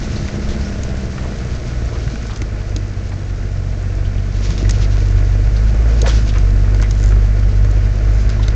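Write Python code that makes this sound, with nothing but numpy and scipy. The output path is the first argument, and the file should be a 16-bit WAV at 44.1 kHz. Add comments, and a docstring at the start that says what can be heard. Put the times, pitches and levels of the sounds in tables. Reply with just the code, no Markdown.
"""A six-cylinder diesel, heard inside the cab of an off-roader crawling along a stony, muddy track.
The engine slows, then pulls at low speed: its firings drive the cab air into a boom and the panels
into a drone, while injectors clatter through the bulkhead. Rough ground makes the tyres rumble and
hiss, ruts knock and jolt the body, mud sprays the wheel arches, and loose fittings rattle and tick."""
import sys
import numpy as np
from scipy import signal
from scipy.fft import rfft, irfft, next_fast_len
from scipy.io import wavfile
from scipy.ndimage import map_coordinates

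SR = 44100
rng = np.random.default_rng(int(sys.argv[2]) if len(sys.argv) > 2 else 0)


def wav_out(sig):
    """Save sig, one row per channel (or a flat mono array), as 16-bit PCM at SR to the path in sys.argv[1]."""
    wavfile.write(sys.argv[1], SR, np.round(np.clip(np.atleast_2d(sig).T, -1, 1) * 32767).astype(np.int16))


N = 377055

# Firing rate: t/s, f/Hz
FIRING_RATE = [(0.0, 69.0), (0.3, 67.4), (0.55, 67.5), (0.8, 65.2), (1.0, 64.6), (2.0, 56.3), (2.18, 53.3),
               (2.35, 52.7), (2.7, 49.3), (3.1, 48.2), (3.7, 46.1), (4.1, 47.2), (4.7, 49.2), (5.05, 48.7),
               (5.3, 47.7), (5.88, 54.8), (6.13, 54.3), (6.42, 47.2), (6.85, 49.8), (7.6, 49.3),
               (7.9, 49.8), (8.55, 52.0)]
# Load as boom level; the engine coasts, picks up, pulls hard and sags over ruts: t/s, level/dB
ENGINE_LOAD = [(0, -27.5), (1.1, -26.5), (1.85, -21.5), (2.15, -25.5), (2.68, -22.5), (3.12, -23.5),
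               (3.3, -21.5), (4.05, -18.5), (4.17, -19.5), (4.3, -20), (4.55, -16), (4.68, -11), (5.2, -11),
               (5.55, -11), (6.15, -10), (6.3, -13), (6.48, -9.5), (6.8, -11.5), (6.95, -13.5),
               (7.12, -8.5), (7.32, -14), (7.45, -12), (7.9, -12), (8.0, -14.5), (8.1, -11), (8.55, -11)]
CRAWL_HZ, PULL_DB = 49, -11  # firing rate and load of the steady pull

def engine():
    """Periodic excitation: one firing cycle drives the panels, the injector clatter and the cab air."""
    firing_hz, = curves(FIRING_RATE)
    load_db, = curves(ENGINE_LOAD)
    cycles = np.cumsum(firing_hz) / SR
    pulses = firings(cycles, scatter_db=1.8, jitter_s=.0002)
    extra_db, extra_hz = load_db - PULL_DB, firing_hz - CRAWL_HZ
    drone = amp(-33 + 0.22 * extra_db + 0.24 * extra_hz) * panel_drone(pulses, cycles, firing_hz)
    clatter = amp(-39.5 + 0.28 * extra_db + 0.25 * extra_hz) * injector_clatter(pulses)
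    return cab_boom(cycles, firing_hz, load_db) + drone + clatter


# Response of the cab air to overtones in the steady pull: f/Hz, level/dB
CAB_RESPONSE = [(90, -17), (99, -18), (109, -23), (126, -19.5), (139, -27.5), (149, -35.5), (168, -43),
                (186, -29.5), (199, -24), (210, -22.5)]
# Amplitude modulation by unequal cylinders: period/firings, depth (0-1)
CYLINDER_THROB = [(2, .11), (3, .1), (1.5, .07)]
# Camshaft harmonics: multiple of camshaft speed, level/dB relative to the cab response
CAM_HARMONICS = [(14, -20), (15, -16.5), (16, -15)]

def cab_boom(cycles, firing_hz, load_db):
    """Forced cavity oscillation: firings pump the cab air and overtones sweep through its resonances."""
    def overtone_db(order):
        return np.interp(order * firing_hz, *np.transpose(CAB_RESPONSE)) + 0.54 * (load_db - PULL_DB)

    phase = 2 * np.pi * cycles
    first = amp(load_db + 0.99 * wobble(2.6)) * np.cos(phase)
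    second = amp(overtone_db(2) + 0.19 * wobble(3.4)) * np.cos(2 * phase)
    third = amp(overtone_db(3) + 0.95 * wobble(17)) * np.cos(3 * phase)
    hum = first - second + third  # one suction trough per firing
    throb = 1 + sum(depth * np.cos(phase / period) for period, depth in CYLINDER_THROB)
    # light load fires less evenly
    uneven_db = (1 + 0.0759 * np.maximum(PULL_DB - load_db, 0)) * wobble(CRAWL_HZ)
    chug = 0  # the cylinder pattern repeats once per camshaft turn
    for multiple, db in CAM_HARMONICS:
        order = multiple / len(CYLINDER_STRENGTHS)
        chug += amp(overtone_db(order) + db + 2 * wobble(5)) * np.cos(order * phase + .5 * wobble(3))
    return np.sqrt(2) * (amp(uneven_db - 0.57) * hum * throb + chug)


# The six cylinders in firing order: relative amplitude
CYLINDER_STRENGTHS = [1.3, .8, 1.15, .9, 1.2, .7]

def firings(cycles, scatter_db, jitter_s):
    """Impulse train: one pulse per combustion, patterned by cylinder and slightly irregular."""
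    onsets = np.flatnonzero(np.diff(np.floor(cycles)))
    size_error, time_error = rng.standard_normal((len(onsets), 2)).T
    sizes = np.resize(CYLINDER_STRENGTHS, len(onsets)) * amp(scatter_db * size_error)
    onsets += np.round(jitter_s * SR * time_error).astype(int)
    return np.bincount(np.clip(onsets, 0, N - 1), sizes, N)


# Response of the body panels: f/Hz, level/dB
PANEL_RESPONSE = [(110, -51), (185, -7.5), (218, 0), (250, -7), (290, -5), (340, -0.5), (400, -8),
                  (450, -5), (495, -6), (570, -12), (650, -8.5), (720, -10.5), (770, -23), (850, -18.5),
                  (950, -27), (1300, -64), (2100, -120)]

def panel_drone(pulses, cycles, firing_hz):
    """Structure-borne sound: panels hum on the engine's orders and shake at random with the track."""
    # each cylinder pair has its own path through the mounts, so every crankshaft order sounds
    pair = np.round(cycles) % 3
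    through_mounts = sum(reverberate(pulses * (pair == k), t60=.16) for k in range(3))
    hum = unit(colour(through_mounts, PANEL_RESPONSE))
    shake = unit(colour(rng.standard_normal(N) * amp(0.98 * wobble(25)), PANEL_RESPONSE))
    hum_share = np.clip(.5 + .014 * (firing_hz - CRAWL_HZ), 0, 1)
    return np.sqrt(hum_share) * hum + np.sqrt(1 - hum_share) * shake


def injector_clatter(pulses):
    """Impulsive excitation: each combustion gives a hard knock and a burst of valve and injector noise."""
    t = np.arange(SR // 20) / SR
    bursts = unit(signal.fftconvolve(pulses, decay(t, t60=0.054))[:N])
    noise = through_bulkhead(rng.standard_normal(N) * (1 + 0.15 * bursts) * amp(0.83 * wobble(30)))
    knock = amp(-11) * through_bulkhead(reverberate(pulses, t60=.07))
    return unit(noise + knock)


# Spectrum of the clatter passed by the bulkhead: f/Hz, level/dB
BULKHEAD_SPECTRUM = [(470, -38.5), (780, 3.5), (940, -5.5), (1100, 0.5), (1230, -1.5), (1400, -0.5),
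                     (1600, 0.5), (1950, 0.5), (2400, -2), (2900, -11), (3400, -18.5), (4400, -42.5),
                     (7500, -120)]
# Bulkhead resonances: f/Hz, bandwidth/Hz, gain/dB
BULKHEAD_MODES = [(1040, 45, 4), (1305, 45, 5.5), (1455, 65, 7), (1710, 60, 2.5)]

def through_bulkhead(x):
    """Transmission through a plate: the steel sheet dulls the engine bay's noise and rings with it."""
    x = colour(x, BULKHEAD_SPECTRUM)
    ring = sum((amp(db) - 1) * resonate(x, hz, hz / width) for hz, width, db in BULKHEAD_MODES)
    return unit(x + ring)


# Chassis rumble: t/s, level/dB
RUMBLE_LEVEL = [(0, -19.5), (1, -23), (2, -25), (3, -28.5), (4, -26), (4.7, -23.5), (6.3, -22), (8.55, -25)]
# Its spectrum: f/Hz, level/dB
RUMBLE_SPECTRUM = [(15, -24), (30, -6), (50, 0), (80, -4), (125, -7), (170, -14.5), (220, -13), (290, -24),
                   (500, -59)]
# Deep shudder of the body: t/s, level/dB
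SHUDDER_LEVEL = [(0, -29.5), (1.2, -29), (2.3, -32.5), (3, -34), (4.3, -33), (5, -31.5), (6.3, -30.5),
                 (7.3, -32), (8.55, -36)]
# Its spectrum: f/Hz, level/dB
SHUDDER_SPECTRUM = [(6, -24), (14, 6), (26, 2.5), (40, -8.5), (70, -41)]

def track_rumble():
    """Random forced vibration: stones rumble through the chassis and make the body shudder."""
    rumble_db, = curves(RUMBLE_LEVEL)
    shudder_db, = curves(SHUDDER_LEVEL)
    rumble = amp(rumble_db + 0.28 * wobble(5.5)) * unit(colour(rng.standard_normal(N), RUMBLE_SPECTRUM))
    shudder = amp(shudder_db) * unit(colour(rng.standard_normal(N), SHUDDER_SPECTRUM))
    return rumble + shudder


# Hiss of loose, wet ground under the tread: t/s, relative level/dB
HISS_LEVEL = [(0, -42), (0.2, -37), (0.45, -42.5), (1.0, -42.5), (2.33, -43.5), (2.48, -47), (4.27, -47.5),
              (4.45, -38.5), (4.78, -40), (5.25, -43.5), (5.75, -44.5), (6.13, -37), (6.4, -44), (6.7, -46),
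              (7.0, -43.5), (7.35, -46), (8.0, -45), (8.55, -43.5)]
# Its spectrum: f/Hz, level/dB
HISS_SPECTRUM = [(1600, -2), (2700, 1), (3400, -1.5), (4400, 1), (5900, 0.5), (6700, -2.5), (7500, -10.5),
                 (8100, -20.5), (8650, -19), (11000, -62)]

def tyre_hiss(hiss_db):
    """Rolling contact noise: wet earth hisses and grit crackles under the tread."""
    flutter_db = (0.9 + 0.21 * (hiss_db - hiss_db.min())) * wobble(35)  # deeper on looser ground
    hiss = unit(colour(rng.standard_normal(N) * amp(flutter_db), HISS_SPECTRUM))
    grit = unit(colour(impacts(N, per_s=160), HISS_SPECTRUM))
    return amp(hiss_db + 0.5) * (hiss + amp(-8.5) * grit)


# Taps of loose fittings: t/s, crack level/dB, contact f/Hz, clack level/dB
FITTING_TAPS = [(0.285, -44, 6000, -28), (0.834, -30, 6300, -36), (2.077, -45.5, 6000, -31.5),
                (2.156, -43, 6400, -33.5), (2.229, -42, 5000, -37.5), (2.268, -38, 5900, -45),
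                (2.335, -42, 5970, -41), (2.361, -34, 4570, -37), (2.374, -37.5, 5860, -47),
                (2.418, -31.5, 5870, -28.5), (2.763, -25.5, 4220, -36), (4.505, -32, 3900, -33),
                (4.579, -32, 4820, -34), (4.694, -23, 6420, -30), (4.709, -21.5, 6220, -39),
                (6.017, -22, 5340, -40), (6.383, -33, 4870, -40), (6.746, -35.5, 3860, -30.5),
                (6.799, -45, 4800, -29.5), (6.816, -33, 5450, -40.5), (6.825, -31, 5430, -27),
                (6.833, -44, 4000, -31.5), (6.91, -28, 6550, -36), (7.039, -32.5, 6820, -47),
                (7.647, -39, 5100, -43.5), (8.293, -36, 4800, -33), (8.3, -33, 5000, -35),
                (8.482, -27.5, 4230, -31)]
# Modes of a fitting: f/Hz, level/dB, T60/s
FITTING_MODES = [(3890, -4.5, 0.028), (4800, -5, 0.049), (6400, 5, .025), (6670, -9, 0.019)]
# Resonances of its housing: f/Hz, level/dB, Q
HOUSING_MODES = [(1100, -3, 3.2), (1500, 0.5, 6.6), (2000, 0, 8)]

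def rattles():
    """Impact excitation of modes: a loose fitting cracks and rings, and its hollow housing clacks."""
    out, t = np.zeros(N), np.arange(SR // 8) / SR
    mode_hz, mode_db, t60 = np.transpose(FITTING_MODES)[:, :, None]
    for start, crack_db, contact_hz, clack_db in FITTING_TAPS:
        strengths = amp(mode_db + rng.normal(0, 2, mode_hz.shape))
        detuned_hz = mode_hz * rng.normal(1, .02, mode_hz.shape)
        ring = np.sum(strengths * decay(t, t60) * np.sin(2 * np.pi * detuned_hz * t), axis=0)
        crack = resonate(noise_burst(t, t60=0.018), contact_hz, q=1.4)
        crack = resonate(crack, contact_hz, q=1)
        blow = noise_burst(t, t60=.028)
        clack = sum(amp(db) * resonate(blow, hz, q) for hz, db, q in HOUSING_MODES)
        metal = unit_attack(crack) + amp(-3.5) * unit_attack(ring)
        add(out, start, amp(crack_db) * unit_attack(metal) + amp(clack_db) * unit_attack(clack))
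    return out


# Blows to panels and suspension: t/s, relative peak level/dB, f/Hz, Q, T60/s
PANEL_BLOWS = [(0.16, -24, 4260, 9.5, 0.17), (0.488, -24.5, 3900, 1.8, 0.31), (0.646, -28.5, 5470, 18, 0.2),
               (1.18, -20, 1330, 1.3, 0.06), (1.223, -19.5, 487, 4.5, 0.066),
               (1.239, -27, 1000, 3.4, 0.093), (1.931, -22, 730, 1.8, 0.1), (1.955, -23, 940, 0.46, 0.11),
               (2.211, -31, 1310, 1.5, 0.04), (2.296, -24, 1100, 1.8, 0.17), (2.307, -26, 3450, 2.7, 0.081),
               (2.33, -24, 900, 2, 0.078), (2.616, -27, 1320, 2, .05), (3.118, -22.5, 890, 0.62, .09),
               (4.049, -30, 3070, 9.6, 0.11), (4.181, -29, 3020, 9.7, 0.056), (4.649, -22, 1890, 6, 0.077),
               (4.694, -20.5, 2000, 9, .06), (5.566, -21, 4500, 19, 0.033), (6.043, -14.5, 622, 6.9, 0.13),
               (6.061, -14, 1410, 0.94, 0.091), (6.071, -14.5, 564, 3.4, 0.052),
               (6.094, -19, 3280, 14, 0.14), (6.29, -21.5, 3300, 2, .1), (6.353, -19.5, 1100, 2.3, 0.12),
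               (6.36, -24.5, 2100, 7.5, 0.17), (6.835, -22.5, 2030, 10, 0.15),
               (7.121, -20, 1410, 6.1, 0.024), (7.43, -22.5, 1500, 2.3, .05), (8.08, -26, 1320, 2.6, .07),
               (8.395, -21, 1100, 2.4, 0.045), (8.43, -22.5, 3640, 6.8, 0.11)]
# Thuds from ruts: t/s, level/dB, f/Hz, T60/s
RUT_THUDS = [(0.469, -7.5, 26.8, 0.19), (2.061, -13, 133, 0.14), (2.136, -10.5, 234, 0.038),
             (2.419, -13, 317, 0.033), (2.762, -18, 306, 0.07), (4.499, -16.5, 167, 0.18),
             (4.628, 1, 267, 0.014), (4.675, -23, 351, 0.16), (6.029, -10, 467, 0.033),
             (6.073, -9, 485, 0.043), (6.746, -10, 373, 0.017)]

def knocks():
    """Damped vibration: each blow rings one panel resonance, and ruts give low, decaying sinusoids."""
    out, t = np.zeros(N), np.arange(SR // 2) / SR
    for start, db, hz, q, t60 in PANEL_BLOWS:
        ring = resonate(noise_burst(t, t60), hz, q)
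        ring = resonate(ring, hz, q=0.44)
        add(out, start, amp(db - 2.5) * ring / np.abs(ring).max())
    for start, db, hz, t60 in RUT_THUDS:
        attack = 1 - np.exp(-2 * hz * t)
        add(out, start, amp(db) * attack * decay(t, t60) * np.sin(2 * np.pi * hz * t))
    return out


# Wheels passing through mud and grit: t/s, level/dB, rise time/s, T60/s, f/Hz
MUD_SPRAYS = [(4.489, -41, 0.017, 0.19, 4000), (6.054, -27, 0.012, 0.38, 1300),
              (6.059, -27.5, .02, 0.32, 4580), (6.332, -37, 0.0078, 0.21, 1900),
              (8.42, -38.5, 0.014, .12, 3200)]

def splashes():
    """Shot noise: mud and grit pelt the wheel arches in short, grainy swells."""
    out, t = np.zeros(N), np.arange(SR // 2) / SR
    for start, db, rise, t60, hz in MUD_SPRAYS:
        drops = impacts(len(t), per_s=2500)
        swell = np.minimum(t / rise, 1) * decay(np.maximum(t - rise, 0), t60)
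        spray = resonate(resonate(drops, hz, q=1), hz, q=1)
        add(out, start, amp(db) * swell * unit(spray))
    return out


# Spells when the engine sets the trim buzzing: centre t/s, half-width/s, relative level/dB
BUZZ_SPELLS = [(6.13, .07, -31.5), (7.048, .085, -22), (8.173, .1, -29.5)]

def trim_ticks(hiss_db):
    """Intermittent contact: trim ticks at random on rough ground and at times buzzes, twice per firing."""
    t = np.arange(N) / SR
    ticks_per_s = 5 * amp(1.8 * (hiss_db - hiss_db.mean()))
    ticks = amp(-27.5) * (rng.random(N) < ticks_per_s / SR)
    ticks *= amp(np.minimum(rng.normal(0, 1.4, N), 6))
    firing_hz, = curves(FIRING_RATE)
    taps = np.diff(np.floor(2 * np.cumsum(firing_hz) / SR), prepend=0)
    looseness = sum(amp(db) * np.exp(-((t - centre) / half) ** 2) for centre, half, db in BUZZ_SPELLS)
    scatter_db = 4 * np.minimum(rng.standard_normal(N), 1)
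    buzz = taps * looseness * amp(scatter_db)
    return resonate(reverberate(ticks + buzz, t60=0.01), hz=6700, q=2.6)


def amp(db):
    """Amplitude ratio of a level in decibels."""
    return 10 ** (np.asarray(db) / 20)


def unit(x):
    """Normalisation to rms 1."""
    return x / np.sqrt(np.mean(x ** 2) + 1e-20)


def unit_attack(x):
    """Normalisation of a hit to rms 1 over its first 5 ms."""
    return x / np.sqrt(np.mean(x[:SR // 200] ** 2) + 1e-20)


def decay(t, t60):
    """Exponential damping: 60 dB in t60 seconds."""
    return amp(-60 * t / t60)


def noise_burst(t, t60):
    """Exponentially damped white noise."""
    return rng.standard_normal(len(t)) * decay(t, t60)


def impacts(samples, per_s):
    """Poisson process: impulses of random size at random times."""
    return (rng.random(samples) < per_s / SR) * rng.standard_normal(samples)


def curves(rows):
    """Linear interpolation: one value per sample for each column after the time."""
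    times, *columns = np.transpose(rows)
    return [np.interp(np.arange(N) / SR, times, column) for column in columns]


def wobble(rate):
    """Random modulation: a smooth curve with rate knots a second."""
    return map_coordinates(rng.standard_normal(int(N * rate / SR) + 4), [np.arange(N) * rate / SR])


def colour(x, points):
    """Spectral shaping by points (f/Hz, level/dB) on a logarithmic frequency axis."""
    size = next_fast_len(N + 8192)
    hz, db = np.transpose(points)
    gain = amp(np.interp(np.log(np.fft.rfftfreq(size, 1 / SR) + 1), np.log(hz + 1), db))
    return irfft(rfft(x, size) * gain, size)[:N]


def resonate(x, hz, q):
    """Second-order resonance, with Q no lower than 0.5."""
    return signal.lfilter(*signal.iirpeak(hz, max(q, .5), SR), x)


def reverberate(x, t60):
    """Convolution with the response of dense, quickly dying panel modes."""
    t = np.arange(SR // 5) / SR
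    return signal.fftconvolve(x, noise_burst(t, t60))[:N]


def add(track, start, sound):
    """Superposition of a sound on the track from start seconds."""
    part = track[round(start * SR):][:len(sound)]
    part += sound[:len(part)]


def scene():
    """Superposition of all sources at the dashboard, in mono."""
    hiss_db, = curves(HISS_LEVEL)
    driving = engine() + track_rumble() + tyre_hiss(hiss_db)
    return (driving + rattles() + trim_ticks(hiss_db) + knocks() + splashes())[None]


def record(dry):
    """Clipping and band limiting in a small camera: the deepest troughs flatten, the top octave is lost."""
    size = next_fast_len(N + 8192)
    hz = np.fft.rfftfreq(size, 1 / SR)
    low_pass = (hz < 9000) / np.sqrt(1 + (hz / 7700) ** 26 + (hz / 8150) ** 70)
    clipped = np.clip(dry, -.71, .71)
    return irfft(rfft(clipped, size) * low_pass, size)[:, :N]


dry = scene()
out = record(dry)
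wav_out(out)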